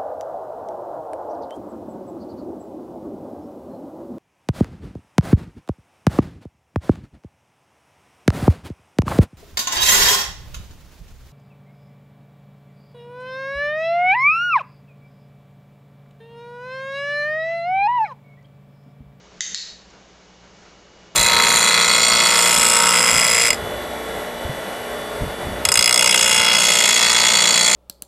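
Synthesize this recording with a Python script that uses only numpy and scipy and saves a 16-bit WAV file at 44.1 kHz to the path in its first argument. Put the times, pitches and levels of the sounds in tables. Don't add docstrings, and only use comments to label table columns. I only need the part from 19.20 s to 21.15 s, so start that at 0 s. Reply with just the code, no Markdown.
import sys
import numpy as np
from scipy import signal
from scipy.fft import rfft, irfft, next_fast_len
from scipy.io import wavfile
from scipy.ndimage import uniform_filter1d, minimum_filter1d, map_coordinates

SR = 44100
rng = np.random.default_rng(int(sys.argv[2]) if len(sys.argv) > 2 else 0)


def persist_wave(psi):
    counts = np.round(np.clip(psi, -1, 1) * 32767).astype(np.int16)
    wavfile.write(sys.argv[1], SR, np.atleast_2d(counts).T)


N = 85995

# (overall gain [dB], ring in the room [dB], crack [dB], crack in the room [dB])
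PRESS_GAINS = (8, 1.5, -8.5, -2)
RELEASE_GAINS = (10, 2.5, -8, -1.5)
# (frequency [Hz], t60 [s], gain to the microphone [dB], gain into the room [dB])
BENT_MODES = [(1993, 0.013, -11, -15.5), (2830, 0.0021, -36, -29.5), (3265, 0.0059, -17, -13.5),
              (3670, 0.0065, -6.5, -8), (4440, 0.0078, -15, -12.5), (5410, .009, -13.5, -16.5),
              (6150, .012, -13, -16.5), (6444, 0.008, -7, -4.5), (7130, 0.0083, -5, -9)]
RELAXED_MODES = [(1920, 0.022, -23.5, -27), (3240, 0.0025, -14, -13), (3922, 0.02, -26, -18),
                 (4135, 0.014, -22, -16), (4320, 0.012, -16, -11.5), (4450, 0.0047, -6.5, -16),
                 (5170, 0.012, -13.5, -14), (6070, 0.0026, -20.5, -3), (6640, 0.0055, -7, -16),
                 (7130, 0.0047, -1.5, -11)]
# (frequency [Hz], gain [dB])
CRACK_SPECTRUM = [(100, 10.5), (1100, -1), (2000, 3.5), (3000, 0), (5000, 5.5), (7500, 3), (9000, -1.5)]
RADIATION = [(300, -22), (1100, -14.5), (1600, -6), (2000, -4), (8000, -1.5)]
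# (delay [s], gain [dB])
WALL_ECHOES = [(.006, -15), (.0085, -31)]
# (frequency [Hz], t60 [s])
ROOM_T60 = [(500, 0.89), (2000, 0.47), (4200, 0.46), (7000, .43)]
# (time [s], width [s], level [dB])
RUSTLES = [(0.152, 0.034, -56.5), (.75, 0.0394, -52), (1.255, 0.027, -51), (1.34, .025, -58.5),
           (1.45, .045, -51), (1.54, 0.041, -58.5), (1.84, 0.03, -65.5), (1.91, 0.06, -54.5)]
# (frequency [Hz], gain [dB])
CLOTH_SPECTRUM = [(60, -3), (200, 3), (700, 6), (1500, 2.5), (3000, -5.5), (7000, -11.5), (9000, -21)]
SHUFFLE_SPECTRUM = [(100, -33), (300, -1.5), (550, -2), (900, -8), (1500, -10.5), (4000, -27)]
AIR_SPECTRUM = [(20, -36), (50, 2.5), (86, -10), (130, -3.5), (250, -8.5), (600, -7.5), (1580, -13),
                (3500, -13), (6500, -14.5), (8200, -22.5)]
DRONE_SPECTRUM = [(90, -21.5), (150, -24), (180, -5.5), (210, -10), (280, -33)]
# (time [s], level [dB])
SHUFFLE_LEVEL = [(0, -54.5), (.15, -50.5), (.25, -53.5), (.6, -56.5), (.74, -53.5), (.9, -52),
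                 (1.15, -53.5), (1.45, -54), (1.7, -51.5), (1.95, -52.5)]
DRONE_LEVEL = [(0, -57.5), (.2, -50.5), (.3, -47.5), (.42, -52), (.7, -54), (1.2, -59), (1.4, -50.5),
               (1.7, -58), (1.81, -49.5), (1.95, -58)]
WHINE_LEVEL = [(0, -64.5), (1.0, -68.5), (1.2, -64), (1.45, -67), (1.6, -63), (1.95, -62)]
# (frequency [Hz], level [dB])
HUM_PARTIALS = [(59.2, -61.5), (118.5, -69.5), (177.6, -59), (414.5, -67), (2234, -67.5)]
# (frequency [Hz], gain [dB])
MIC_RESPONSE = [(7000, -1.5), (7600, -9.5), (8100, -16), (8400, -37)]

PRESS_S, RELEASE_S, TICK_S = 0.2072, 0.3461, 0.702


def amp(db):
    return 10 ** (np.asarray(db) / 20)


def unit(x):
    return x / np.sqrt(np.mean(x ** 2) + 1e-20)


def along(points, hz):
    f, v = np.transpose(points)
    return np.interp(np.log(hz + 1), np.log(f + 1), v)


def filtered(x, response):
    n = x.shape[-1]
    m = next_fast_len(n + SR // 4)
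    return irfft(rfft(x, m) * response(np.fft.rfftfreq(m, 1 / SR)), m)[..., :n]


def noise(spectrum, size=N):
    return unit(filtered(rng.standard_normal(size), lambda hz: amp(along(spectrum, hz))))


def wobble(rate):
    return map_coordinates(rng.standard_normal(int(N * rate / SR) + 4), [np.arange(N) * rate / SR])


def placed(x, s):
    return np.pad(x, (max(round(s * SR), 0), N))[:N]


def clicker_snap(start_s, gains, modes, attack_s=.0003, crack_t60_s=.0026, room_gap_s=.002):
    snap_db, room_ring_db, crack_db, room_crack_db = gains
    t = np.arange(SR // 20) / SR
    fade = lambda t60: np.exp(-np.log(1000) * t / t60)
    rise = 1 - np.exp(-t / attack_s)
    rings = np.array([fade(t60) * np.sin(2 * np.pi * hz * t) for hz, t60, _, _ in modes])
    mode_gains = amp(np.array(modes)[:, 2:].T)
    to_mic, to_room = rise * (mode_gains @ rings)
    crack = amp(crack_db) * rise * fade(crack_t60_s) * noise(CRACK_SPECTRUM, size=len(t))
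    direct = placed(to_mic + crack, start_s)
    echoes = sum(amp(db) * placed(to_room, start_s + delay) for delay, db in WALL_ECHOES)
    tail_s = start_s + room_gap_s
    room_crack = filtered(placed(room_tail(), tail_s), lambda hz: amp(along(CRACK_SPECTRUM, hz)))
    room_ring = placed(signal.fftconvolve(to_room, room_tail()), tail_s)
    snap = direct + echoes + amp(room_ring_db) * room_ring + amp(room_crack_db) * room_crack
    return amp(snap_db) * filtered(snap, lambda hz: amp(along(RADIATION, hz)))


def room_tail(build_s=.0027):
    hz, t, bands = signal.stft(rng.standard_normal(SR), SR, nperseg=256)
    decay = amp(-60 * t / along(ROOM_T60, hz)[:, None])
    tail = signal.istft(bands * decay, SR, nperseg=256)[1]
    tail *= 1 - np.exp(-np.arange(len(tail)) / SR / build_s)
    return tail / np.linalg.norm(tail)


def rustles(rough_db=2):
    t = np.arange(N) / SR
    swells = sum(amp(db) * np.exp(-.5 * ((t - s) / width) ** 2) for s, width, db in RUSTLES)
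    shuffle = amp(np.interp(t, *np.transpose(SHUFFLE_LEVEL))) * noise(SHUFFLE_SPECTRUM)
    cloth = unit(noise(CLOTH_SPECTRUM) * amp(rough_db * wobble(150)))
    return shuffle + swells * cloth


def tick(level_db=-41.5, t60_s=.033):
    t = np.arange(SR // 10) / SR
    return amp(level_db) * np.exp(-np.log(1000) * t / t60_s) * noise(CRACK_SPECTRUM, size=len(t))


def mains_hum(waver_db=1.2, drift_rad=.3):
    t = np.arange(N) / SR
    hum = np.zeros(N)
    for hz, db in HUM_PARTIALS:
        peak = np.sqrt(2) * amp(db + waver_db * wobble(8.83))
        hum += peak * np.sin(2 * np.pi * hz * t + drift_rad * wobble(11.74))
    return hum


def whine(hz=2901, drift_rad=.1):
    t = np.arange(N) / SR
    peak = np.sqrt(2) * amp(np.interp(t, *np.transpose(WHINE_LEVEL)))
    return peak * np.sin(2 * np.pi * hz * t + drift_rad * wobble(10))


def room_tone(air_db=-51.5):
    t = np.arange(N) / SR
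    drone = amp(np.interp(t, *np.transpose(DRONE_LEVEL))) * noise(DRONE_SPECTRUM)
    return amp(air_db) * noise(AIR_SPECTRUM) + drone


def gain_control(dry, limit_db=-4.5, look_s=.0005, hold_s=.024, recover_db_per_s=71):
    peak_db = 20 * np.log10(np.abs(dry).max(axis=0) + 1e-9)
    over_db = np.maximum(peak_db - limit_db, 0)
    hold, look = int(hold_s * SR), int(look_s * SR)
    needed_db = minimum_filter1d(-over_db, hold, origin=(hold - 1) // 2)
    climb_db = recover_db_per_s * np.arange(N) / SR
    gain_db = climb_db + np.minimum.accumulate(needed_db - climb_db)
    smooth_db = uniform_filter1d(minimum_filter1d(gain_db, look), look)
    return dry * amp(smooth_db)


def scene():
    press = clicker_snap(PRESS_S, PRESS_GAINS, BENT_MODES)
    release = clicker_snap(RELEASE_S, RELEASE_GAINS, RELAXED_MODES)
    background = mains_hum() + whine() + room_tone()
    mono = press + release + rustles() + placed(tick(), TICK_S) + background
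    return np.array([mono, mono])


def record(dry, top_hz=8450):
    return filtered(gain_control(dry), lambda hz: amp(along(MIC_RESPONSE, hz)) * (hz < top_hz))


dry = scene()
out = record(dry)
persist_wave(out)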